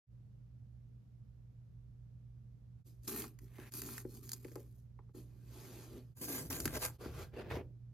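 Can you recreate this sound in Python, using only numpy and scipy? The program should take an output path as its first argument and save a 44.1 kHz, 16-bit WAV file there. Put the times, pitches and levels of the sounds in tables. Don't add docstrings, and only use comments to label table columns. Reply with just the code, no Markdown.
import sys
import numpy as np
from scipy import signal
from scipy.fft import rfft, irfft, next_fast_len
from scipy.io import wavfile
from scipy.ndimage import uniform_filter1d, map_coordinates

SR = 44100
rng = np.random.default_rng(int(sys.argv[2]) if len(sys.argv) > 2 else 0)


def generate_wav(sig):
    pcm = np.round(np.clip(np.atleast_2d(sig).T, -1, 1) * 32767).astype(np.int16)
    wavfile.write(sys.argv[1], SR, pcm)


N = 349713
TIME = np.arange(N) / SR
SECOND_BOX_S = 6.1


# moment of full speed in seconds, hold in seconds, rise and
# fall in seconds per 20 dB, hiss level in dB, scrape and drone in dB over the hiss, lid pitch in Hz.
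PULLS = [(3.08, .0169, .0088, .0464, -43.5, -9.5, -3.5, 310),
         (3.115, .059, .0192, .0611, -49, -7.5, 3, 390), (3.18, .0227, .0529, .0676, -44, -10.5, -3, 360),
         (3.223, .024, .0121, .06, -53, -5, 5, 250), (3.743, .0548, .0409, .0327, -48, -15, -5.5, 210),
         (3.834, .0433, .0341, .139, -51, -11, 0, 210), (3.911, .094, .1, .0342, -53.5, -9, -3, 330),
         (6.172, .038, .0244, .0194, -59.5, -13, -9, 220), (6.216, .043, .01, .0118, -45, -12, -4, 270),
         (6.285, .11, .0421, .08, -44.5, -9, -2.5, 250), (6.43, .045, .0632, .035, -58, -13, 6, 150),
         (6.502, .065, .003, .0618, -44, -8, -4, 240), (6.6, .0199, .0678, .0949, -49.5, -14, 2, 220),
         (6.65, .0237, .0215, .12, -52, -6, 1, 180), (6.755, .02, .07, .018, -46.5, -.5, 4.5, 350),
         (6.794, .016, .06, .0228, -53, -8, -8, 330), (6.821, .036, .016, .045, -41.5, -5, -9, 400)]
KNOT_CREEP = [(3.415, .024, .024, .111, -73.5, -19.5, 7, 270), (3.59, .1074, .125, .027, -67, 5, 2.24, 280)]
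SLACK_SLIDES = [(4.14, .0408, .11, .062, -60.5, -12.5, 3.5, 260),
                (4.226, .127, .006, .096, -61, -12, -1.5, 260), (4.425, .1812, .072, .112, -69, -8, 6, 280),
                (4.68, .121, .059, .088, -79, -21, 3, 260)]
# frequency in Hz, level in dB.
WEAVE_HISS = [(1200, -35.5), (2800, -18), (3800, -10.5), (4700, -5), (5500, -7.5), (6600, -1.5), (7700, 0),
              (8900, 1.5), (10800, 0), (13000, .5), (14500, -7), (16000, -18)]
SATIN_SCRAPE = [(350, -16), (650, -1), (900, -1), (1200, 2.5), (1650, -2.5), (1950, -4.5), (2400, -5),
                (3100, -7), (3800, -7.5), (5000, -11.5), (9000, -39.5)]
KNOT_SCRAPE = [(400, 8), (800, 1), (1300, 3), (2100, 7.5), (2700, 2), (3800, -6.5), (8000, -37.5)]
# frequency in Hz, width in Hz, level in dB.
FIRST_CARD = [(827.3, 33, 2), (1050.4, 70, -3), (1170, 91, -0.5), (1264, 48, -3), (1363.6, 35, 0.5),
              (1564, 87, -6), (1850, 110, -3), (2400, 150, 1)]
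FIRST_LID = [(100, 60, 0), (166.5, 53, -4), (229.5, 26, 4), (263.5, 30, -2), (312.2, 28, 2), (387, 26, 7),
             (427, 24, -8)]

def first_bow():
    pulls, _ = by_box(PULLS)
    rasp = rubbing(pulls, WEAVE_HISS, SATIN_SCRAPE, FIRST_CARD, slips_per_s=3700, grit_per_s=350,
                   scatter_db=2, judder_db=1.45, grit_db=1, patchy_db=3.2, ring_db=-2,
                   hiss_db=-.69, scrape_db=-1.5)
    creep = rubbing(KNOT_CREEP, WEAVE_HISS, KNOT_SCRAPE, FIRST_CARD, slips_per_s=3000, grit_per_s=400,
                    scatter_db=3, judder_db=1.5, grit_db=-7, patchy_db=3, ring_db=-18.5, hiss_db=1)
    slide = rubbing(SLACK_SLIDES, WEAVE_HISS, SATIN_SCRAPE, FIRST_CARD, slips_per_s=2200, grit_per_s=280,
                    scatter_db=1, judder_db=2.6, grit_db=-6, patchy_db=3, ring_db=-6.5, scrape_db=-2)
    drone = lid_drone(pulls + KNOT_CREEP + SLACK_SLIDES, FIRST_LID, trim_db=-2)
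    return rasp + creep + slide + drone + snags(pulls)


# frequency in Hz, level in dB.
SECOND_SCRAPE = [(350, -14), (650, 0), (900, 1), (1200, 0), (1650, -2.5), (2000, -4), (2400, -5.5),
                 (3000, -6.5), (3900, -8.5), (5000, -8.5), (9000, -39.5)]
# frequency in Hz, width in Hz, level in dB.
SECOND_CARD = [(693.7, 41, -0.5), (836, 28, 0), (933, 28, 2), (1030.6, 30, 2.5), (1163.6, 50, 3.5),
               (1421, 54.9, -2), (1596.6, 39, 6), (1958, 94, -3), (2380, 120, -5)]
SECOND_LID = [(165.5, 28, 2), (240, 36, 4), (292, 30, 2), (342, 36, 1.5), (408.8, 50, -3), (499, 50, 2),
              (620, 90, 0)]

def second_bow():
    _, pulls = by_box(PULLS)
    rasp = rubbing(pulls, WEAVE_HISS, SECOND_SCRAPE, SECOND_CARD, slips_per_s=4500, grit_per_s=380,
                   scatter_db=2.5, judder_db=1.1, grit_db=1, patchy_db=3.6, ring_db=-1, scrape_db=-.73)
    return rasp + lid_drone(pulls, SECOND_LID, trim_db=-1) + snags(pulls)


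def snags(pulls):
    hiss_gain, scrape_gain = stroke_gains(pulls)
    ticks = catches(per_s=34, scatter_db=3.5)
    bright = amp(-19) * hiss_gain * coloured(ticks, WEAVE_HISS)
    return bright + amp(-11) * scrape_gain * coloured(ticks, SATIN_SCRAPE)


# start in seconds, level in dB, 60 dB decay in seconds,
# flap in dB over the hiss, flap pitch in Hz.
SNAPS = [(3.034, -53, .0186, -24, 1500), (3.078, -30, .04, -16, 1300), (3.220, -35.5, .02, -4, 2400),
         (3.241, -44.5, .035, 5, 1170), (3.3885, -48, .0211, -2.5, 1500), (3.7207, -38, .025, -15, 1500),
         (3.738, -32, .0173, -13.5, 1300), (3.8179, -26, .0158, -9, 1700), (3.889, -45, .0215, 5, 1250),
         (3.980, -37, .024, -2, 1900), (4.1542, -48, .02, -9, 1300), (4.292, -34, .0243, -16, 1500),
         (4.3173, -27, .017, -17, 1500), (4.332, -28.5, .036, -18, 1200), (4.4465, -48, .0317, -1, 2000),
         (4.482, -60, .039, 4, 1800), (4.517, -53.5, .0215, -4, 1600), (4.556, -43, .026, -5, 1500),
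         (6.509, -42, .02, 7, 1150), (6.527, -30, .025, -6, 2300), (6.6015, -28.5, .035, -11, 1500),
         (6.645, -34, .012, -20, 1500), (6.655, -20.5, .026, -9, 1600), (6.677, -32, .02, 2, 1700),
         (6.755, -39, .02, 5, 1600), (6.766, -37, .025, 5, 1100), (6.777, -38, .012, -3, 900),
         (6.826, -35, .03, 0, 1000), (6.835, -31, .014, -2, 1900), (6.851, -19.5, .0125, -11, 1200),
         (6.8605, -26, .016, -3, 1300), (6.883, -36, .012, -2, 1300), (6.899, -46, .0134, -6, 1300)]
# frequency in Hz, level in dB.
CREASE_HISS = [(1200, -30), (2800, -18), (3800, -11), (4800, 1), (5600, -4), (6700, 3), (7700, 0),
               (8800, 3), (10800, -2), (12700, -1), (14500, -9), (16000, -22)]

def snaps(trim_db=-6.5, rise_s=.00025):
    out, t = np.zeros((2, N)), np.arange(SR // 10) / SR
    for start, db, t60, flap_db, flap_hz in SNAPS:
        hiss, flap = rng.standard_normal((2, 2, len(t)))
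        flap = unit(filtered(flap, lambda hz: near(hz, flap_hz, octaves=.5)))
        envelope = amp(db + trim_db - 60 * t / t60) * (1 - np.exp(-t / rise_s))
        add(out, start, envelope * (coloured(hiss, CREASE_HISS) + amp(flap_db) * flap))
    return out


BRUSHES = [(2.868, .0102, .0355, .11, -67, -20.5, -3, 280),
           (3.05, .0132, .0267, .0165, -62.5, -16, -5, 280), (5.152, .0378, .029, .107, -64, -11.5, 6, 300),
           (5.3, .167, .102, .106, -83.5, -1.5, 9.5, 250), (5.57, .2644, .1644, .2204, -61, -4, 1.5, 310),
           (5.93, .0526, .093, .061, -68.5, 0, 14.5, 310), (6.92, .0412, .048, .056, -72, -5.5, -1.5, 250),
           (7.014, .055, .0366, .106, -62, 4, 10, 300), (7.193, .0359, .169, .0556, -58.5, 3, 5.5, 360)]
PALM_PUSHES = [(7.338, .0156, .014, .03, -76, 13, 21, 250), (7.375, .04, .0403, .044, -68, 12.5, 20.5, 380),
               (7.445, .055, .044, .04, -87, 23.7, 34.5, 260),
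               (7.507, .016, .012, .046, -58, 12.5, 10, 330),
               (7.545, .026, .042, .045, -61, 8.5, 17.5, 370), (7.59, .02, .02, .02, -76, 16, 28, 420)]
# frequency in Hz, level in dB.
SKIN_HISS = [(1200, -30), (2800, -12), (3800, -6), (4700, -2), (5500, -4.5), (6600, 0), (8700, 1.5),
             (10800, -.5), (13000, -.5), (14200, -8), (16000, -30)]
HAND_SCRAPE = [(350, -6), (550, 2), (800, 1.5), (1300, 0), (1900, -5), (3100, -6), (4500, -8), (9000, -35)]
FINGER_SCRAPE = [(350, -12), (600, -2), (950, -2), (1230, 5), (1560, 1), (1800, -6), (2800, -6), (4900, -9),
                 (9000, -35)]
PALM_SCRAPE = [(350, -12), (600, 2), (850, 2), (1250, -1.5), (1700, 1), (2000, -4), (2350, -1.5),
               (2800, -3.5), (3050, -8.5), (3500, -8), (4100, -15.5), (4700, -14), (6000, -25),
               (10000, -50)]
# frequency in Hz, width in Hz, level in dB.
HAND_LID = [(170, 70, -1), (280, 70, 2), (355, 45, 2), (540, 120, -6)]
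PALM_LID = [(202.8, 69, 6), (339.2, 44.4, 6), (400, 31.6, 0.5), (476, 83, 4), (624, 220, 0)]

def hand():
    first, second = by_box(BRUSHES)
    light_touch = dict(slips_per_s=9000, grit_per_s=990, scatter_db=1, judder_db=.89, grit_db=-6,
                       hiss_db=-1.5, scrape_db=-1)
    flat_hand = rubbing(first, SKIN_HISS, HAND_SCRAPE, FIRST_CARD,
                        patchy_db=2.5, ring_db=-9, **light_touch)
    fingers = rubbing(second, SKIN_HISS, FINGER_SCRAPE, SECOND_CARD,
                      patchy_db=2.2, ring_db=-7, **light_touch)
    palm = rubbing(PALM_PUSHES, SKIN_HISS, PALM_SCRAPE, SECOND_CARD, slips_per_s=3000, grit_per_s=600,
                   scatter_db=2, judder_db=1.2, grit_db=-6, patchy_db=3.4, ring_db=-15, hiss_db=-3.5)
    drone = lid_drone(first, HAND_LID) + lid_drone(second + PALM_PUSHES, PALM_LID)
    return flat_hand + fingers + palm + drone


def rubbing(strokes, hiss_tone, scrape_tone, card_modes, slips_per_s, grit_per_s,
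            scatter_db, judder_db, grit_db, patchy_db, ring_db, hiss_db=0, scrape_db=0):
    hiss_gain, scrape_gain = stroke_gains(strokes)
    grip = amp(judder_db * (wobble(380) + .27 * wobble(90)))
    slips = shifting_contact(grip * catches(slips_per_s, scatter_db), patchy_db)
    grit = amp(grit_db) * unit(grip * catches(grit_per_s, scatter_db=2))
    hiss = hiss_gain * coloured(slips, hiss_tone)
    scrape = scrape_gain * card_scrape(slips + grit, scrape_tone, card_modes, ring_db)
    return amp(hiss_db) * hiss + amp(scrape_db) * scrape


def catches(per_s, scatter_db):
    size = amp(scatter_db * np.clip(rng.standard_normal((2, N)), -2, 1))
    caught = rng.random((2, N)) < per_s / SR
    return unit(caught * rng.choice([-1, 1], (2, N)) * size)


def shifting_contact(x, patchy_db):
    spectra = signal.stft(x, nperseg=512)[2]
    patches = uniform_filter1d(rng.standard_normal(spectra.shape[1:]), size=3, axis=0)
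    patches = unit(uniform_filter1d(patches, size=8, axis=1))
    return unit(signal.istft(spectra * amp(patchy_db * patches), nperseg=512)[1][:, :N])


def card_scrape(contact, tone, modes, ring_db):
    def bending(f):
        return sum(amp(db) * 1j * f * width / (hz ** 2 - f ** 2 + 1j * f * width)
                   for hz, width, db in modes)
    return unit(coloured(contact, tone) + amp(ring_db) * unit(filtered(contact, bending)))


def lid_drone(strokes, modes, trim_db=0):
    out, t = np.zeros((2, N)), np.arange(-SR // 4, SR * 2 // 3) / SR
    for at, hold, rise, fall, db, _, drone_db, pitch in strokes:
        def lid(f):
            return sum(amp(mode_db) * near(hz, pitch, octaves=.9) * steep_peak(f, hz, 1.5 * width)
                       for hz, width, mode_db in modes)
        ring = unit(filtered(rng.standard_normal((2, len(t))), lid))
        add(out, at + t[0], amp(db + drone_db + trim_db) * swell(t, hold, rise, fall) * ring)
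    return out


# start in seconds, level in dB, favoured pitch in Hz,
# clack in dB relative to the knock.
KNOCKS = [(3.083, -45, 269.6, -26), (3.428, -53.5, 286, -21), (3.585, -42, 321, -9.5),
          (3.617, -49, 300, -11), (3.819, -48, 240, -7), (4.049, -34, 335, -19), (4.448, -38.5, 360, -15),
          (4.484, -52, 400, -14.5), (4.516, -49.5, 380, -21), (4.557, -37.5, 420, -5),
          (4.566, -44, 370, -16), (4.579, -49, 480, -10), (4.602, -56, 560, -8), (4.990, -60, 400, 7),
          (5.092, -63, 405, -2), (5.146, -45, 340, -12.5), (5.168, -46, 280, -21.5),
          (5.182, -47.5, 259, -16.5), (5.953, -46, 322, -34.5), (6.506, -43, 260, -11),
          (6.654, -31, 300, -7), (6.667, -33, 150, -27), (6.898, -52.5, 300, 1), (7.057, -37, 290, -8),
          (7.507, -43.5, 360, -6), (7.565, -39, 350, -19.5), (7.604, -42, 350, -15)]
# frequency in Hz, level in dB, 60 dB decay in seconds.
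BOX_MODES = [(133.6, 8.5, 0.069), (181.4, -8, 0.17), (239.8, -3, 0.088), (312.5, 2.5, 0.0766),
             (368.4, -1.5, 0.0886), (457, 1.5, 0.0625), (558.8, -0.5, 0.0827), (708, -10, .06)]

def knocks(trim_db=.5, attack_s=.0033, scatter_cycles=.0874):
    out, t = np.zeros((2, N)), np.arange(SR // 4) / SR
    hz, mode_db, t60 = np.transpose(BOX_MODES)[:, :, None]
    bend_lag = 2.3 * np.log(hz)
    for start, db, pitch, clack_db in KNOCKS:
        strength = amp(mode_db + rng.normal(0, 1, hz.shape)) * near(hz, pitch, octaves=.415)
        phase = rng.random((2, 1, 1)) + rng.normal(0, scatter_cycles, (2, len(hz), 1))
        modes = strength * amp(-60 * t / t60) * np.sin(2 * np.pi * (hz * t - bend_lag + phase))
        ring = modes.sum(axis=1) * (1 - np.exp(-(t / attack_s) ** 2))
        ring /= np.abs(ring).max(axis=1, keepdims=True)
        add(out, start, amp(db + trim_db) * (ring + amp(clack_db) * clack(t)))
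    return out


# frequency in Hz, level in dB.
CLACK_TONE = [(400, -9.5), (750, -1), (1020, 3), (1220, -3), (1450, -10.5), (1900, -8.5), (2400, -17.5),
              (3000, -32.5), (5000, -32), (12000, -45)]

def clack(t, noise_db=-5.5, noise_t60=.035, ring_db=-12, rise_s=.000499):
    hz, width, db = np.transpose(FIRST_CARD)[:, :, None]
    burst = coloured(rng.standard_normal((2, len(t))), CLACK_TONE) * amp(noise_db - 60 * t / noise_t60)
    decay = amp(db + along(CLACK_TONE, hz)) * np.exp(-np.pi * width * t)
    bending = decay * np.sin(2 * np.pi * (hz * t + rng.random((2, len(hz), 1))))
    return (1 - np.exp(-t / rise_s)) * (burst + amp(ring_db) * bending.sum(axis=1))


# moment of full speed in seconds, hold in seconds, level in dB.
NUDGES = [(6.421, 0.505, -54.5), (6.669, 0.0525, -46.5), (7.078, 0.1675, -52), (7.51, 0.044, -46)]

def nudges():
    power = sum((amp(db) * swell(TIME - at, hold, rise=.13, fall=.125)) ** 2 for at, hold, db in NUDGES)
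    rumble_tone = [(20, -29.5), (40, -1.5), (68, 8.5), (100, 10), (150, 7), (260, -41)]
    return np.sqrt(power) * coloured(rng.standard_normal((2, N)), rumble_tone)


# frequency in Hz, right channel's lead in radians.
MAIN_PHASE = [(100, 0), (5000, 0), (5800, 1.6), (6500, 1), (7500, 2.5), (8600, 3.14), (10000, 3.95),
              (12000, 5.3), (13000, 6.28)]
SECOND_BOW_PHASE = [(100, 0), (2000, -.3), (2900, -2.1), (4300, -2.8), (6000, -5), (7000, -5.7),
                    (7600, -3.7), (8600, -3.14), (12000, -1), (13000, 0)]
# frequency in Hz, gain of the side signal.
STEREO_WIDTH = [(100, .15), (400, .2), (800, .4), (1600, .38), (3500, .55), (6500, .42), (8600, .12),
                (11000, .35), (13000, .12)]

def stereo(pair, phase):
    def phase_shift(hz):
        turn = np.exp(.5j * along(phase, hz) * np.array([[-1], [1]]))
        return turn / np.hypot(1, along(STEREO_WIDTH, hz))
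    mid, side = pair[0], filtered(pair[1], lambda hz: along(STEREO_WIDTH, hz))
    return filtered(np.array([mid + side, mid - side]), phase_shift)


# frequency in Hz, 60 dB decay in seconds.
ROOM_DECAY = [(150, 0.507), (1000, 0.212), (5000, 0.12), (14000, 0.082)]

def reverb(x):
    hz, t, spectra = signal.stft(rng.standard_normal((2, SR // 3)), SR, nperseg=128)
    decay = amp(-60 * t / along(ROOM_DECAY, hz)[:, None])
    mid, side = signal.istft(spectra * decay, SR, nperseg=128)[1]
    side = filtered(side, lambda f: along(STEREO_WIDTH, f))
    mid = filtered(mid, lambda f: np.sqrt(2 - along(STEREO_WIDTH, f) ** 2))
    tail = np.array([mid + side, mid - side])
    return signal.fftconvolve(x[None], tail / np.linalg.norm(tail[0]), axes=1)[:, :N]


# frequency in Hz, level in dB.
MAINS_HUM = [(59.6, -74), (119.8, -56)]
AIR_TONE = [(20, -44), (32, -23.5), (44, -11.5), (60, -1), (85, -12.5), (115, -7.5), (150, -13.5),
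            (200, -18.5), (328, -34.5), (485, -38), (825, -47.5), (3000, -57.5), (6000, -59.5), (9000, -67),
            (12600, -62), (14000, -71.5), (16000, -80)]

def room_tone(hum_trim_db=-.5, waver_db=.98, air_db=-59.85, right_over_left_db=3):
    hum = np.zeros(N)
    for hz, db in MAINS_HUM:
        level = np.sqrt(2) * amp(db + hum_trim_db + waver_db * wobble(3))
        hum += level * np.sin(2 * np.pi * hz * TIME + .098 * wobble(1.9))
    mid, side = coloured(rng.standard_normal((2, N)), AIR_TONE)
    side = filtered(side, lambda hz: along([(100, .25), (400, .94), (1500, 1), (12000, .86)], hz))
    air = amp(air_db) * np.array([mid + side, mid - side])
    return (hum + air) * amp([[-right_over_left_db / 2], [right_over_left_db / 2]])


def by_box(strokes):
    return ([row for row in strokes if row[0] < SECOND_BOX_S],
            [row for row in strokes if row[0] >= SECOND_BOX_S])


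def stroke_gains(strokes):
    power = np.zeros((2, N))
    for at, hold, rise, fall, db, scrape_db, _, _ in strokes:
        power += (amp([[db], [db + scrape_db]]) * swell(TIME - at, hold, rise, fall)) ** 2
    return np.sqrt(power)


def swell(t, hold, rise, fall):
    early, late = np.maximum(-t, 0), np.maximum(t - hold, 0)
    return amp(-20 * np.minimum(early / rise + late / fall, 10))


def near(hz, pitch, octaves):
    return 1 / (1 + (np.log2((hz + 1) / pitch) / octaves) ** 2)


def steep_peak(hz, centre, width):
    return (hz * width) ** 2 / ((centre ** 2 - hz ** 2) ** 2 + (hz * width) ** 2)


def amp(db):
    return 10 ** (np.asarray(db) / 20)


def unit(x):
    return x / np.sqrt(np.mean(x ** 2) + 1e-20)


def along(points, hz):
    freqs, values = np.transpose(points)
    return np.interp(np.log(hz + 1), np.log(freqs + 1), values)


def wobble(rate):
    return map_coordinates(rng.standard_normal(int(N * rate / SR) + 4), [TIME * rate])


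def filtered(x, response):
    size = x.shape[-1]
    padded = next_fast_len(size + SR // 4)
    return irfft(rfft(x, padded) * response(np.fft.rfftfreq(padded, 1 / SR)), padded)[..., :size]


def coloured(x, tone):
    return unit(filtered(x, lambda hz: amp(along(tone, hz))))


def add(track, start, sound):
    part = track[:, round(start * SR):][:, :sound.shape[1]]
    part += sound[:, :part.shape[1]]


def scene():
    main = first_bow() + snaps() + hand() + knocks() + nudges()
    second = second_bow()
    direct = stereo(main, MAIN_PHASE) + stereo(second, SECOND_BOW_PHASE)
    return direct + amp(-15.5) * reverb(main[0] + second[0]) + room_tone()


# centre in seconds, depth in dB.
LEVEL_DIPS = [(2.838, 30.5), (3.706, 23), (5.133, 21), (6.146, 22.5), (6.981, 18.3)]

def record(dry, fade_start_s=.068, fade_s=.06, dip_s=.009, top_hz=16000):
    fade = np.clip((TIME - fade_start_s) / fade_s, amp(-57), 1)
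    dips_db = sum(depth * np.exp(-np.abs(TIME - at) / dip_s) for at, depth in LEVEL_DIPS)
    return filtered(dry * fade * amp(-dips_db), lambda hz: 1 / np.sqrt(1 + (hz / top_hz) ** 160))


dry = scene()
out = record(dry)
generate_wav(out)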